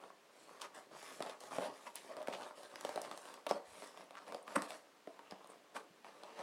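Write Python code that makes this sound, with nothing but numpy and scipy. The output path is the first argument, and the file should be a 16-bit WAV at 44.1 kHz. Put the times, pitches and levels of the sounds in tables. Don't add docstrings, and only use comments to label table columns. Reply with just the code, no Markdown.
import sys
import numpy as np
from scipy import signal
from scipy.fft import rfft, irfft, next_fast_len
from scipy.io import wavfile
from scipy.ndimage import uniform_filter1d, map_coordinates

SR = 44100
rng = np.random.default_rng(int(sys.argv[2]) if len(sys.argv) > 2 else 0)


def transcribe(u):
    v = np.clip(np.atleast_2d(u).T, -1, 1)
    q = np.round(v * 32767).astype(np.int16)
    wavfile.write(sys.argv[1], SR, q)


N = 283254
TIME = np.arange(N) / SR
AGE = np.arange(SR // 2) / SR


def amp(db):
    return 10 ** (np.asarray(db) / 20)


def unit(x):
    return x / np.sqrt(np.mean(x ** 2) + 1e-20)


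def along(points, hz):
    point_hz, value = np.transpose(points)
    return np.interp(np.log(hz + 1), np.log(point_hz), value)


def causal(gain_at, size=4096):
    log_gain = np.log(np.maximum(gain_at(np.fft.rfftfreq(size, 1 / SR)), 1e-6))
    cepstrum = irfft(log_gain)
    cepstrum[1:size // 2] *= 2
    cepstrum[size // 2 + 1:] = 0
    return irfft(np.exp(rfft(cepstrum)))


def through(x, response):
    return signal.oaconvolve(x, response)[:len(x)]


def colour(points):
    return causal(lambda hz: amp(along(points, hz)))


def coloured(x, points):
    return through(x, colour(points))


def resonance(centre_hz, q, order=1):
    def gain_at(hz):
        detuning = (hz + 1) / centre_hz - centre_hz / (hz + 1)
        return (1 + (q * detuning) ** 2) ** (-order / 2)
    return causal(gain_at)


def ringing(modes):
    ring = sum(amp(db - 60 * AGE / t60) * np.cos(2 * np.pi * hz * AGE) for hz, db, t60 in modes)
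    return ring / np.linalg.norm(ring)


def add(track, s, sound):
    start = max(round(s * SR), 0)
    track[start:start + len(sound)] += sound[:N - start]


def friction(per_second, spread_db, smooth):
    happens = rng.random(N) < per_second / SR
    sign = rng.choice([-1, 1], N)
    size = amp(spread_db * np.minimum(rng.standard_normal(N), 2))
    slips = happens * sign * size
    return unit(unit(slips) + smooth * rng.standard_normal(N))


def burst(response, scatter, t60):
    t = AGE[:len(response)]
    push = rng.standard_normal(len(t)) * amp(-60 * t / t60)
    push *= scatter / np.linalg.norm(push)
    push[0] += 1
    sound = through(push, response)
    return sound * np.sqrt(.005 * SR) / np.linalg.norm(sound)


def swell(s, spread_s):
    return np.exp(-.5 * ((TIME - s) / spread_s) ** 2)


def wobble(rate):
    return map_coordinates(rng.standard_normal(int(N * rate / SR) + 4), [TIME * rate])


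def effort(start, length, growth_db):
    attack_share, release_db_per_s = 0.24, 223
    age = TIME - start
    attack = np.sin(np.pi / 2 * np.clip(age / (attack_share * length), 0, 1))
    growth = growth_db * (np.clip(age / length, 0, 1) - .5)
    release = release_db_per_s * np.maximum(age - length, 0)
    return attack * amp(growth - release)


def contact(depth):
    rub_db = -5 + 15 * depth
    hiss_db = -2.5 - 11 * depth
    return amp([[rub_db], [0], [hiss_db]])


def stroke():
    # (start [s], length [s], level [dB], growth over the push [dB],
    # depth [0 skims the tape .. 1 digs into the card])
    pushes = [(0, 0.075, -69, -4, 0.64), (0.299, 0.14, -69.5, 8, 0.34), (0.45, 0.17, -66.5, -4, 0.36),
              (0.59, 0.069, -63.5, -1, 0.48), (0.739, 0.046, -60.5, 0, 0.27), (0.906, 0.055, -63.5, 6, .7),
              (0.955, 0.067, -60.5, 2, 0.13), (1.016, 0.16, -57, -4.5, 0.2),
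              (1.172, 0.14, -58.5, 1.5, 0.57), (1.397, 0.074, -59, 2.5, 0.32),
              (1.499, 0.072, -56, 6.5, 0.36), (1.59, 0.072, -53, 0, 0.57), (1.718, 0.18, -66, -3, 0.16),
              (1.936, 0.14, -61, 0, 0.22), (2.085, 0.061, -64, -0.5, 0.77), (2.165, 0.062, -63, -2, 0.72),
              (2.258, 0.21, -58.5, -1, 0.62), (2.548, 0.11, -62.5, -4, .3), (2.685, 0.13, -61.5, 5, 0.52),
              (2.827, 0.098, -57.5, 3.5, 0.45), (2.956, .1, -58, 5, 0.55), (3.076, 0.057, -64, 8.5, 0.62),
              (3.15, 0.15, -61.5, 0.5, .15), (3.263, 0.095, -61, 2, 0.62),
              (3.482, 0.052, -52.5, -4.5, 0.65), (3.637, 0.24, -61.5, 6.5, 0.23),
              (3.89, .12, -68, 11, 0.52), (4.09, .14, -70.5, 9.5, 0.76), (4.255, 0.13, -63, -5, 0.59),
              (4.455, .19, -58, 5, 0.58), (4.678, 0.067, -58, -0.5, 0.28), (5.05, 0.22, -73.5, 0, 0.75),
              (5.301, 0.033, -64.5, -6, 0.96), (5.391, 0.063, -71.5, 3, 0.84),
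              (5.488, 0.038, -65.5, 1, 0.74), (5.739, 0.059, -60.5, -3.5, .55),
              (6.052, 0.033, -65, 1, 0.74), (6.1, 0.29, -67, 6, 0.63), (6.355, 0.081, -60.5, 5, .75)]
    # (frequency [Hz], level [dB])
    rub_colour = [(40, -34), (90, -32.5), (135, -16), (200, -8.5), (290, -3), (390, -2), (560, 1.5),
                  (780, -1.5), (1150, 1.5), (1500, -13), (2500, -17), (6000, -62.5)]
    # (frequency [Hz], level [dB])
    fibre_colour = [(600, -72), (1200, -1), (1700, 6.5), (2300, 1), (3200, 0.5), (5000, -1), (7000, -14),
                    (14000, -51)]
    # (frequency [Hz], level [dB])
    slide_colour = [(2500, -28), (4500, -5), (5600, 0), (6500, -2), (7900, 0), (10200, -2), (12000, -11),
                    (16000, -25)]
    rest_db, rest_depth = -77.5, 0.68
    tremor_db, tremor_per_s = 0.92, 25

    power = (amp(rest_db) * contact(rest_depth)) ** 2
    for start, length, db, growth_db, depth in pushes:
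        peak = amp(db) * contact(depth)
        power = power + peak ** 2 * effort(start, length, growth_db) ** 2
    rub_gain, crunch_gain, hiss_gain = np.sqrt(power) * amp(tremor_db * wobble(tremor_per_s))

    catches = friction(per_second=60, spread_db=0.5, smooth=0)
    rubbing = friction(per_second=350, spread_db=3.5, smooth=0.57)
    tearing = friction(per_second=900, spread_db=1.5, smooth=1.07)
    sliding = friction(per_second=4000, spread_db=7.5, smooth=0.83)
    rub = rub_gain * unit(coloured(rubbing + 0.17 * catches, rub_colour))
    crunch = amp(-3.5) * crunch_gain * unit(coloured(tearing + 0.59 * catches, fibre_colour))
    hiss = hiss_gain * unit(coloured(sliding + 0.25 * tearing + 0.18 * catches, slide_colour))
    return rub + crunch + hiss


def shifting(x, depth_db):
    spectrum = signal.stft(x, nperseg=512)[2]
    field = rng.standard_normal(spectrum.shape)
    field = uniform_filter1d(field, size=5, axis=0)
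    field = uniform_filter1d(field, size=16, axis=1)
    return signal.istft(spectrum * amp(depth_db * unit(field)), nperseg=512)[1][:N]


def box_ring(blows, rubbing):
    # (frequency [Hz], level [dB], t60 [s])
    box_modes = [(133, -17, 0.33), (190.7, -2.5, 0.28), (301, -2.5, 0.1), (440, -14, 0.3), (504, -3, 0.12),
                 (571.6, -0.5, 0.24), (601, 6, 0.065), (672, -4, .2), (730, -11, .3), (770, -19, .17),
                 (943, -2, 0.29), (1106, -3, 0.13), (1114, -8, 0.09), (1300, 0, .15)]
    lift_s, set_down_s, lifted_db = 4.9, 6.2, -12
    touching = amp(lifted_db * ((TIME > lift_s) & (TIME < set_down_s)))
    drive = amp(-22.0) * blows + amp(-26) * rubbing
    return through(touching * drive, ringing(box_modes))


def room(x, count=8):
    # (frequency [Hz], t60 [s])
    room_decay = [(150, 0.15), (600, 0.39), (2000, 0.16), (6000, 0.16), (14000, 0.079)]
    wet = np.zeros(N)
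    for s in np.linspace(0, N / SR, count):
        hz, t, z = signal.stft(rng.standard_normal(len(AGE)), SR, nperseg=256)
        decay = amp(-60 * t / along(room_decay, hz)[:, None])
        tail = signal.istft(z * decay, SR, nperseg=256)[1][:len(AGE)]
        tail *= 1 - np.exp(-(AGE / 0.0043) ** 2)
        share = np.sqrt(np.maximum(1 - np.abs(TIME - s) * (count - 1) * SR / N, 0))
        wet += through(x * share, tail / np.linalg.norm(tail))
    return wet


def steady_rush():
    # (frequency [Hz], level [dB])
    rush_colour = [(20, -29), (65, -29), (100, -18), (200, -4), (400, 2), (800, -4.5), (1500, -4.5),
                   (3000, -8.5), (8000, -16.5), (12000, -23), (16000, -25.5)]
    return amp(-68.5) * unit(coloured(rng.standard_normal(N), rush_colour))


def snaps():
    # (time [s], knock on the lid [dB], knock pitch [Hz],
    # crack in the tape [dB], crack pitch [Hz])
    snap_events = [(.038, -51.5, 1000, -67, 2200), (0.1032, -53, 900, -75, 2400),
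                   (.4931, -58, 800, -70, 2160), (.617, -53, 1100, -47.5, 4000),
                   (0.7477, -58, 980, -64, 4700), (1.0277, -52, 670, -59.5, 4600),
                   (1.2052, -38.5, 590, -57, 3500), (1.2242, -43.5, 1070, -44.5, 3100),
                   (1.2629, -45, 555, -57, 3500), (1.2964, -49, 590, -53.5, 3600),
                   (1.4055, -70, 560, -57.5, 4470), (1.4371, -51.5, 615, -60, 4250),
                   (1.5188, -48, 647, -64, 2600), (1.53, -44.5, 700, -66, 2800),
                   (1.5846, -33.5, 583, -56, 2930), (1.6217, -44, 626, -58, 3800),
                   (1.9566, -54.5, 860, -48.5, 7750), (2.1676, -48, 640, -56.5, 3600),
                   (2.2181, -53, 615, -61, 3000), (2.2277, -51, 660, -62.5, 4800),
                   (2.2732, -52, 710, -46, 2090), (2.2835, -37, 615, -55, 3400),
                   (2.3264, -56, 730, -51, 1980), (2.3362, -43.5, 870, -56, 3800),
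                   (2.3521, -46, 660, -64, 2300), (2.4106, -51, 1070, -61, 3700),
                   (2.5095, -51, 905, -72, 2600), (2.6328, -54, 660, -60, 3800),
                   (2.7579, -53.5, 646, -49, 2170), (2.8103, -51, 1060, -52, 4860),
                   (2.8495, -36.5, 600, -46.5, 3140), (2.8921, -41.5, 740, -52.5, 4000),
                   (2.9594, -40, 625, -50, 3940), (2.9764, -36, 696, -60, 3200),
                   (3.0169, -57, 740, -50, 5730), (3.1137, -43, 1033, -50.5, 2700),
                   (3.1758, -51, 720, -55, 4700), (3.255, -53.5, 750, -58, 2200),
                   (3.341, -57, 1020, -55, 3800), (3.4661, -40, 720, -48.5, 3020),
                   (3.469, -41.5, 500, -45.5, 2260), (3.511, -28, 653, -48.5, 3900),
                   (3.8221, -50, 750, -56.5, 2400), (3.9743, -53, 805, -57.5, 2500),
                   (4.1081, -52.5, 730, -59, 2800), (4.1533, -56, 1040, -57, 1900),
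                   (4.2806, -54, 704, -60, 3000), (4.323, -44, 660, -54.5, 2700),
                   (4.3462, -40.5, 616, -51, 3140), (4.4786, -48, 1020, -54.5, 2300),
                   (4.621, -44.5, 990, -49, 4400), (4.7058, -47.5, 700, -48, 2480),
                   (4.72, -50, 840, -59, 2700), (5.0735, -43.5, 480, -60, 1910),
                   (5.1922, -50, 770, -66, 2680), (5.3102, -60, 600, -55.5, 2980),
                   (5.3221, -49.5, 930, -62, 2200), (5.4448, -55, 650, -65, 2800),
                   (5.4734, -66, 1000, -72, 6000), (6.046, -51, 760, -57.5, 1960),
                   (6.235, -52, 875, -58.5, 3130), (6.3918, -55, 895, -69, 3600)]
    # (frequency [Hz], level [dB])
    thud_colour = [(40, -45), (90, -39), (135, -9), (195, -3.5), (290, 6.5), (400, -6.5), (800, -51)]
    # (frequency [Hz], level [dB])
    tick_colour = [(3500, -60), (6500, -11), (8500, 13.5), (10000, 14), (12000, 5), (16000, -6)]
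    track = np.zeros(N)
    thud, tick = colour(thud_colour), colour(tick_colour)
    for s, knock_db, knock_hz, crack_db, crack_hz in snap_events:
        thud_db = knock_db - 14
        tick_db = crack_db - 8.5 + 8.5 * np.log2(crack_hz / 3200)
        knock = resonance(knock_hz, q=1.28, order=2)
        crack = resonance(crack_hz, q=0.78, order=3)
        add(track, s, amp(thud_db) * burst(thud, scatter=0.28, t60=0.086))
        add(track, s, amp(knock_db) * burst(knock, scatter=0.99, t60=0.03))
        add(track, s, amp(crack_db) * burst(crack, scatter=1.0, t60=0.014))
        add(track, s, amp(tick_db) * burst(tick, scatter=1.0, t60=0.0049))
    return track


def pivot():
    # (centre time [s], spread [s], frequency [Hz], level [dB])
    gratings = [(.42, .04, 7700, -74), (4.014, .06, 2760, -76), (4.74, .023, 2760, -73),
                (5.302, 0.038, 2800, -69), (5.424, .04, 2900, -78), (5.506, 0.011, 8550, -66),
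                (6.08, .017, 2760, -72), (6.35, .09, 2760, -70)]
    slips = friction(per_second=1700, spread_db=14, smooth=0.93)
    track = np.zeros(N)
    for s, spread_s, hz, db in gratings:
        tone = unit(through(slips, resonance(hz, q=5.1, order=2)))
        track += amp(db) * swell(s, spread_s) * tone
    return track


def rips():
    # (start [s], length [s], frequency [Hz], level [dB])
    tears = [(0.613, 0.024, 4500, -55), (1.268, 0.05, 2380, -59), (1.958, 0.033, 2780, -56),
             (2.326, 0.032, 2340, -51), (2.421, .028, 3200, -59), (2.848, .043, 5000, -62),
             (3.035, 0.025, 2960, -59), (3.12, .013, 2770, -64), (3.491, 0.023, 3860, -51),
             (6.05, 0.02, 2540, -65)]
    track = np.zeros(N)
    crackle = friction(per_second=710, spread_db=2.5, smooth=0.08)
    for s, length, hz, db in tears:
        run = crackle[round(s * SR):][:len(AGE)]
        fade = np.exp(-(AGE[:len(run)] / length) ** 4)
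        response = resonance(hz, q=0.6, order=3)
        add(track, s, amp(db) * through(run * fade, response / np.linalg.norm(response)))
    return track


def shears():
    # (time [s], spread [s], thud [dB], card [dB], scrape [dB], steel [dB])
    bites = [(0.641, 0.016, -85, -58.5, -51.5, -75), (1.872, 0.0083, -75, -54, -50, -77),
             (4.5612, 0.0036, -33.5, -28.5, -35, -40), (4.583, .005, -55, -44, -52, -64),
             (5.765, 0.0076, -56.5, -44.5, -46.5, -57.5)]
    # (frequency [Hz], level [dB])
    card_colour = [(100, -40), (250, -12), (420, -12), (570, 0), (660, -6), (800, -1), (950, -2),
                   (1180, -2), (1550, -14), (2500, -28), (6000, -60)]
    # (frequency [Hz], level [dB])
    scrape_colour = [(500, -31), (1000, 11.5), (1300, 6), (1800, 2), (2500, 1.5), (4000, -10), (5500, -5.5),
                     (7000, -13), (9500, -13), (12000, -19), (16000, -54)]
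    # (frequency [Hz], level [dB], t60 [s])
    steel_modes = [(1937, 4.5, 0.066), (2920, -35, 0.027), (3230, 2, 0.029), (5640, -15, 0.013),
                   (8320, 14.5, 0.0099), (8750, 11, 0.0094), (8500, -2, 0.014)]
    spring_back_s = 0.0067
    track = np.zeros(N)
    card, scrape, steel = colour(card_colour), colour(scrape_colour), ringing(steel_modes)
    lid = resonance(centre_hz=255, q=1.3, order=3)
    for s, spread_s, thud_db, card_db, scrape_db, steel_db in bites:
        pressure = np.exp(-.5 * (AGE / spread_s - np.pi) ** 2)
        for response, db in [(card, card_db), (scrape, scrape_db), (steel, steel_db)]:
            sound = through(pressure * rng.standard_normal(len(AGE)), response)
            sound *= np.linalg.norm(pressure) / np.linalg.norm(sound)
            add(track, s - np.pi * spread_s, amp(db) * sound)
        add(track, s + spring_back_s, amp(thud_db) * burst(lid, scatter=0.19, t60=0.024))
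    return track


def bumps():
    # (time [s], frequency [Hz], level [dB])
    shifts = [(0.927, 300, -59), (1.2063, 244, -51), (1.2247, 270, -58), (1.5846, 262, -44),
              (2.284, 256, -48), (3.675, 85, -74), (3.716, 90, -69), (5.0739, 333, -59), (5.322, 192, -52),
              (5.904, 177, -64.5)]
    track = np.zeros(N)
    for s, hz, db in shifts:
        add(track, s, amp(db) * burst(resonance(hz, q=1.75, order=2), scatter=0.88, t60=0.05))
    return track


def groans():
    # (centre time [s], spread [s], frequency [Hz], level [dB])
    judders = [(1.273, 0.015, 586, -49), (1.625, 0.035, 612, -46), (2.108, 0.011, 616, -54),
               (2.183, 0.0059, 630, -45), (2.21, 0.009, 630, -51), (3.006, 0.066, 604, -59.5),
               (4.327, 0.037, 556, -57.5)]
    slips = friction(per_second=530, spread_db=1, smooth=0.16)
    track = np.zeros(N)
    for s, spread_s, hz, db in judders:
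        tone = unit(through(slips, resonance(hz, q=3.8, order=2)))
        track += amp(db) * swell(s, spread_s) * tone
    return track


def clinks():
    # (time [s], frequency [Hz], level [dB])
    taps = [(2.7577, 4940, -54), (3.5112, 5270, -44), (4.041, 9500, -69), (4.4283, 9200, -64),
            (4.6212, 8200, -49), (5.3102, 5030, -54), (5.473, 8900, -66), (6.2348, 4250, -61),
            (6.394, 6500, -67)]
    track = np.zeros(N)
    for s, hz, db in taps:
        add(track, s, amp(db) * burst(resonance(hz, q=7.5, order=2), scatter=1.0, t60=0.0029))
    return track


def creak():
    # (start [s], rate [slips per s], count [slips], level of the first [dB])
    slip_run = (4.1706, 228, 5, -53.5)
    track = np.zeros(N)
    s, rate, slips, db = slip_run
    card = resonance(centre_hz=1300, q=1.1, order=3)
    tape = resonance(centre_hz=3600, q=.6, order=4)
    for k in range(round(slips)):
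        slip = burst(card, scatter=.3, t60=.01) + .35 * burst(tape, scatter=.4, t60=.004)
        slip_s = s + (k + rng.normal(0, 0.073)) / rate
        add(track, slip_s, amp(db - .5 * k) * slip)
    return track


def scene():
    rubbing = shifting(stroke(), depth_db=2.5) + pivot() + groans() + rips()
    blows = snaps() + creak() + shears() + clinks() + bumps()
    direct = rubbing + blows + box_ring(blows, rubbing)
    mix = direct + amp(-12) * room(direct) + steady_rush()
    return mix[None]


def record(dry):
    top_hz = 16100
    size = next_fast_len(N + SR // 2)
    kept = np.fft.rfftfreq(size, 1 / SR) < top_hz
    return irfft(rfft(dry, size) * kept, size)[:, :N]


dry = scene()
out = record(dry)
transcribe(out)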